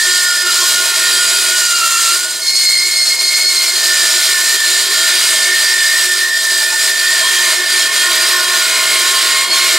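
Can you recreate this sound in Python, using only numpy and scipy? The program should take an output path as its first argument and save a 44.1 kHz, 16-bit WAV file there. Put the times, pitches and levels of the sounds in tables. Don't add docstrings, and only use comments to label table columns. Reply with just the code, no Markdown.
import sys
import numpy as np
from scipy import signal
from scipy.fft import rfft, irfft
from scipy.io import wavfile
from scipy.ndimage import uniform_filter1d, map_coordinates

SR = 44100
rng = np.random.default_rng(int(sys.argv[2]) if len(sys.argv) > 2 else 0)


def convert_level_to_amplitude(level_db):
    exponent = np.asarray(level_db, float) / 20
    return 10 ** exponent


def waveform_to_disk(signal):
    frames = np.transpose(np.atleast_2d(signal))
    scaled = np.clip(frames, -1, 1) * 32767
    samples = np.round(scaled).astype(np.int16)
    wavfile.write(sys.argv[1], SR, samples)


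N = 431298
T = np.arange(N) / SR
HZ = np.fft.rfftfreq(N, 1 / SR)

TOOTH_HZ, MOTOR_HZ = 357.1, 59.16
SET_TEETH = 7

# t/s, chip hiss level/dB, how deep the teeth bite/dB
FEED_PUSH = [(0.0, -18.5, -3), (0.1, -14, 0.5), (0.35, -16.5, 0.5), (1.3, -15, 2.5), (1.8, -16.5, -4.5),
             (2.17, -15, -1), (2.5, -19, -6.5), (3.5, -18.5, -4.5), (4.05, -14, 1.5), (4.5, -17.5, -3),
             (5.1, -16, 3), (6.0, -15.5, -2), (6.5, -19.5, -5.5), (7.2, -16, 0), (8.15, -16.5, 3),
             (8.85, -17.5, 0.5), (9.3, -16.5, 2), (9.78, -16, 3.5)]


def level(x, db):
    return x * convert_level_to_amplitude(db) / np.sqrt(np.mean(x ** 2))


def curves(table):
    s, *columns = np.transpose(table)
    return [np.interp(T, s, column) for column in columns]


def colour(points):
    hz, db = np.transpose(points)
    return np.interp(np.log(HZ + 1), np.log(hz), db)


def shape(x, gain):
    return irfft(rfft(x) * gain, N)


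def above(hz):
    return 1 / (1 + (hz / (HZ + 1)) ** 8)


def walk(rate):
    coarse = T[::32]
    values = rng.standard_normal(4096)
    smooth = map_coordinates(values, [rate * coarse], order=3, mode="wrap")
    return np.interp(T, coarse, smooth)


def phase(hz):
    return 2 * np.pi * np.cumsum(hz) / SR


def cut(turn, eased_db):
    bar_hz, table_hz, sizzle_hz = 3700, 1000, 11000
    hiss_db, bite_db = curves(FEED_PUSH)
    bar_db = -7.5 + 0.61 * T + 0.43 * bite_db
    table_db = -37 + 0.32 * T + 0.67 * bite_db
    sizzle_db = -2.2 + 0.27 * T - 0.23 * bite_db
    steel = ring(level(chips(turn), 0) + level(teeth(turn), -14.5))
    hiss = level(shape(steel, above(bar_hz)), 1.96)
    sizzle = shape(hiss, above(sizzle_hz))
    bar = level(shape(steel, above(table_hz) - above(bar_hz)), 0)
    table = level(shape(steel, 1 - above(table_hz)), 0)
    pushed = hiss + (convert_level_to_amplitude(sizzle_db) - 1) * sizzle + convert_level_to_amplitude(bar_db) * bar
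    return convert_level_to_amplitude(hiss_db - eased_db) * pushed + convert_level_to_amplitude(table_db) * table


def teeth(turn):
    # f/Hz, relative level/dB
    blow_colour = [(200, -41), (720, -23.5), (1500, -4), (2500, -11), (4000, -18), (6000, -23), (9000, -7),
                   (14000, -52)]
    tooth = (turn // (2 * np.pi)).astype(int)
    at = np.flatnonzero(np.diff(tooth)) + 1
    bent_db = 1.7 * np.cos(2 * np.pi * tooth[at] / SET_TEETH)
    uneven_db = 2.1 * rng.standard_normal(4096)
    blows = np.zeros(N)
    blows[at] = convert_level_to_amplitude(bent_db + uneven_db[:len(at)])
    return shape(blows, convert_level_to_amplitude(colour(blow_colour)))


def chips(turn):
    # f/Hz, relative level per Hz/dB
    hiss_colour = [(40, -53), (150, -33), (300, -22.5), (520, -21), (800, -21.5), (1200, -10), (2000, -5.5),
                   (2700, -8), (4000, -1), (5600, -5.5), (8500, -4.5), (11000, -9), (16000, -18)]
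    pulse = 0.04 * np.cos(turn) + 0.04 * np.cos(turn / SET_TEETH)
    pulse = pulse + 0.03 * np.cos(2 * np.pi * MOTOR_HZ * T)
    flutter_db = 1.1 * walk(14) + 1.05 * walk(45) + 0.62 * walk(250)
    noise = rng.standard_normal(N) * (1 + pulse) * convert_level_to_amplitude(flutter_db)
    return shape(noise, convert_level_to_amplitude(colour(hiss_colour)))


def ring(x):
    # f/Hz, width/Hz, peak over the hiss colour/dB
    resonances = [(420, 145, 6.5), (640.7, 28.5, 17), (924, 35, 7.5), (2340, 24, 6.5), (2459, 7.3, 8),
                  (2913, 63, 5.5), (3622, 16, 7), (3930, 57, 5), (4250, 184, 6), (4680, 42, 11.5),
                  (4895, 79, 12), (5300, 43, 9.5), (5350, 21, 12), (5700, 100, 4.5), (5900, 64, 5),
                  (6340, 310, 6), (7126, 290, 8.5), (7540, 57, 8), (7930, 46, 10), (8540, 240, 7),
                  (8750, 59, 6.5), (9350, 60, 6.5), (9880, 65, 10), (10320, 41, 4.5), (11900, 140, 8),
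                  (12600, 80, 5), (13200, 100, 4)]
    out = x
    for hz, width, db in resonances:
        swell_db = 1.87 * walk(1.605) + 2.04 * walk(9)
        rung = signal.lfilter(*signal.iirpeak(hz, hz / width, SR), x)
        out = out + (convert_level_to_amplitude(db) - 1) * convert_level_to_amplitude(swell_db) * rung
    return out


def easing():
    # start t/s, length/s, depth/dB
    easings = [(2.127, 0.36, 8.5), (2.488, 0.073, 4), (3.113, 0.096, 6), (3.743, 0.16, 3), (4.695, 0.08, 1),
               (5.33, 0.1, 4), (6.214, 0.16, 3), (6.691, 0.11, 0), (6.889, 0.11, 2.5), (7.451, 0.25, 4),
               (7.793, 0.17, 5), (9.406, .13, 9)]
    skew = 1.56
    eased_db = 0
    for start, length, depth_db in easings:
        progress = np.clip((T - start) / length, 0, 1)
        eased_db = eased_db + depth_db * np.sin(np.pi * progress ** skew)
    return eased_db


def spells(multiple, rest_db):
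    # start t/s, end t/s, multiple, first level/dB, last level/dB
    locks = [(0.05, 0.38, 14, -29, -20.5), (0.0, 0.528, 5, -16.5, -24.5), (0.056, 1.4, 4, -24, -22),
             (0.85, 1.44, 7, -30, -30), (1.444, 2.126, 4, -20.5, -17), (2.15, 2.336, 4, -18, -28),
             (2.15, 2.25, 5, -27, -33), (2.17, 2.225, 3, -40, -39), (2.455, 3.405, 12, -12.5, -14),
             (2.429, 3.657, 6, -21.5, -22.5), (3.197, 3.54, 7, -36, -46), (3.42, 3.78, 12, -13.5, -23),
             (3.84, 4.202, 5, -15, -22), (3.9, 4.433, 4, -27.5, -30), (4.2, 4.362, 6, -29, -26),
             (4.3, 5.153, 5, -17, -21.5), (4.95, 5.322, 4, -27, -33.5), (5.0, 5.9, 6, -29, -29),
             (5.29, 6.897, 5, -15.5, -17), (6.422, 6.713, 2.5, -50, -41), (6.7, 7.139, 4, -30.5, -35),
             (6.7, 7.46, 7, -35, -37.5), (6.946, 8.549, 5, -17.5, -21), (7.2, 7.395, 9, -21, -25.5),
             (7.2, 8.503, 3, -35, -31.5), (8.55, 9.78, 3, -27.5, -25), (7.454, 7.66, 6, -29, -24.5),
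             (7.92, 8.04, 6, -19, -34), (8.03, 9.161, 4, -27, -29), (8.398, 9.26, 7, -33, -32),
             (8.6, 8.95, 6, -28, -26), (9.302, 9.7, 6, -23.5, -20.5), (9.514, 9.572, 12, -4, -19),
             (9.525, 9.6, 9, -18, -21), (9.7, 9.78, 5, -24, -16)]
    catch_db_per_s, fade_db_per_s = 320, 81
    db = rest_db + 0 * T
    for start, end, locked, first_db, last_db in locks:
        if abs(locked / multiple - 1) < 0.07:
            held_db = np.interp(T, [start, end], [first_db, last_db])
            catch_db = catch_db_per_s * np.maximum(start - T, 0)
            fade_db = fade_db_per_s * np.maximum(T - end, 0)
            db = np.maximum(db, held_db - catch_db - fade_db)
    return db


def chatter(turn):
    # multiple of the tooth rate, level between spells before the bite/dB,
    # pitch wander/Hz, tremble/dB, lower sideband/dB, upper sideband/dB, octave/dB, twelfth/dB
    whistles = [(1, -42, 4.06, 4.5, -35, -7, -14.5, -33), (2.5, -58, 5.65, 9, -26, -11, -30, -30),
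                (3, -42, 4.6, 4, -9, -13, -21, -16), (4, -35, 12.9, 3, -12.5, -17, -4.5, -28),
                (5, -27, 5.07, 2, -16, -4, -13, -14), (6, -35.5, 15.87, 3, -9.5, -4, -30, -25),
                (7, -40, 8, 2, -17, -14, -30, -30), (9, -29, 12.18, 3.5, -16.5, -12, -25, -30)]
    # t/s, f/Hz
    sag = [(0, 1445), (1.0, 1425), (1.3, 1424), (1.6, 1453), (1.8, 1393), (1.95, 1370), (2.1, 1370),
           (2.2, 1453)]
    (sag_hz,) = curves(sag)
    bite_db = curves(FEED_PUSH)[1]
    out = 0
    for multiple, rest_db, wander_hz, tremble_db, low_db, up_db, octave_db, twelfth_db in whistles:
        db = spells(multiple, rest_db + bite_db)
        swing = phase(sag_hz) if multiple == 4 else multiple * turn
        swing = swing + phase(wander_hz * walk(60))
        upper_phase = swing + turn / SET_TEETH + phase(11 * walk(35))
        upper = convert_level_to_amplitude(up_db + 3.7 * walk(9)) * np.cos(upper_phase)
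        lower_phase = swing - phase(MOTOR_HZ + 6 * walk(25))
        lower = convert_level_to_amplitude(low_db + 4.7 * walk(9.9)) * np.cos(lower_phase)
        slap = convert_level_to_amplitude(1.3 * (db - db.max()) + 2.5 * walk(30))
        overtones = convert_level_to_amplitude(octave_db) * np.cos(2 * swing) + convert_level_to_amplitude(twelfth_db) * np.cos(3 * swing)
        tone = level(np.cos(swing) + upper + lower, 0) + np.sqrt(2) * slap * overtones
        out = out + convert_level_to_amplitude(db + tremble_db * walk(24)) * tone
    return out


def squeal(turn):
    # multiple of the tooth rate, relative level/dB, pitch spread/Hz
    squeal_parts = [(11.82, -7, 22), (12.05, 0, 30), (12.3, -13, 20), (13.8, -11, 22), (14.03, -13, 14),
                    (15.05, -11, 12), (18.05, -11, 40), (20.2, -17, 30), (24.15, -12, 60)]
    db = spells(12, -60)
    throb_db = 3.6 * walk(60) + 0.43 * walk(16)
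    cluster = 0
    for multiple, part_db, spread_hz in squeal_parts:
        swing = multiple * turn + phase(spread_hz * walk(160))
        cluster = cluster + convert_level_to_amplitude(part_db + 2.8 * walk(40)) * np.cos(swing)
    return convert_level_to_amplitude(db + throb_db) * level(cluster, 0)


def screech(turn):
    db = spells(14, -60) + 3.0 * walk(59)
    return np.sqrt(2) * convert_level_to_amplitude(db) * np.cos(14 * turn + phase(70 * walk(140)))


def workshop(saw):
    # f/Hz, level/dB
    side_colour = [(60, -30), (110, -39), (200, -32), (380, -17), (700, -17.5), (1290, -12.5), (2380, -10),
                   (4400, -12.5), (8120, -11.5), (15000, -19)]
    # f/Hz, level/dB
    lean_colour = [(60, 0), (110, 0), (200, 0.5), (380, 0.2), (700, -0.5), (1290, -1.8), (2380, -1),
                   (4400, -1.0), (8120, -1.5), (15000, 0.5)]
    echoes = rng.standard_normal(N) * np.exp(-np.log(1000) * T / 0.58)
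    echoes = echoes / np.sqrt(np.sum(echoes ** 2))
    apart = -0.7j + 0.46 * rfft(echoes)
    side = shape(saw, apart * convert_level_to_amplitude(colour(side_colour)))
    lean = convert_level_to_amplitude(colour(lean_colour) / 2)
    return np.array([shape(saw, lean) + side, shape(saw, 1 / lean) - side])


def motor():
    # f/Hz, rms level/dB
    hum_tones = [(59.2, -60), (118.4, -61.5)]
    hum = 0
    for hz, db in hum_tones:
        hum = hum + np.sqrt(2) * convert_level_to_amplitude(db + 2 * walk(1.2)) * np.sin(2 * np.pi * hz * T)
    return hum


def scene():
    turn = phase(TOOTH_HZ + 0.8 * walk(3) + 1.542 * walk(30))
    eased_db = easing()
    whistling = convert_level_to_amplitude(-0.51 * eased_db) * chatter(turn)
    squealing = convert_level_to_amplitude(-1.04 * eased_db) * squeal(turn)
    saw = cut(turn, eased_db) + whistling + squealing + screech(turn)
    return workshop(saw) + motor()


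def band_limit(x):
    return signal.sosfilt(signal.butter(12, 15960, fs=SR, output="sos"), x)


def record(dry):
    power = uniform_filter1d(np.mean(dry ** 2, axis=0), int(0.011 * SR))
    held = dry * np.minimum(1, convert_level_to_amplitude(-11.5) / np.sqrt(power + 1e-12)) ** 0.7
    rounded = 1.536 * np.tanh(held * convert_level_to_amplitude(0.37) / 1.495)
    no_bass = signal.butter(2, 40, "high", fs=SR, output="sos")
    no_top = signal.ellip(10, 0.3, 60, 15780, fs=SR, output="sos")
    heard = signal.sosfilt(no_top, signal.sosfilt(no_bass, rounded))
    return band_limit(np.clip(heard, -1, 1))


dry = scene()
out = record(dry)
waveform_to_disk(out)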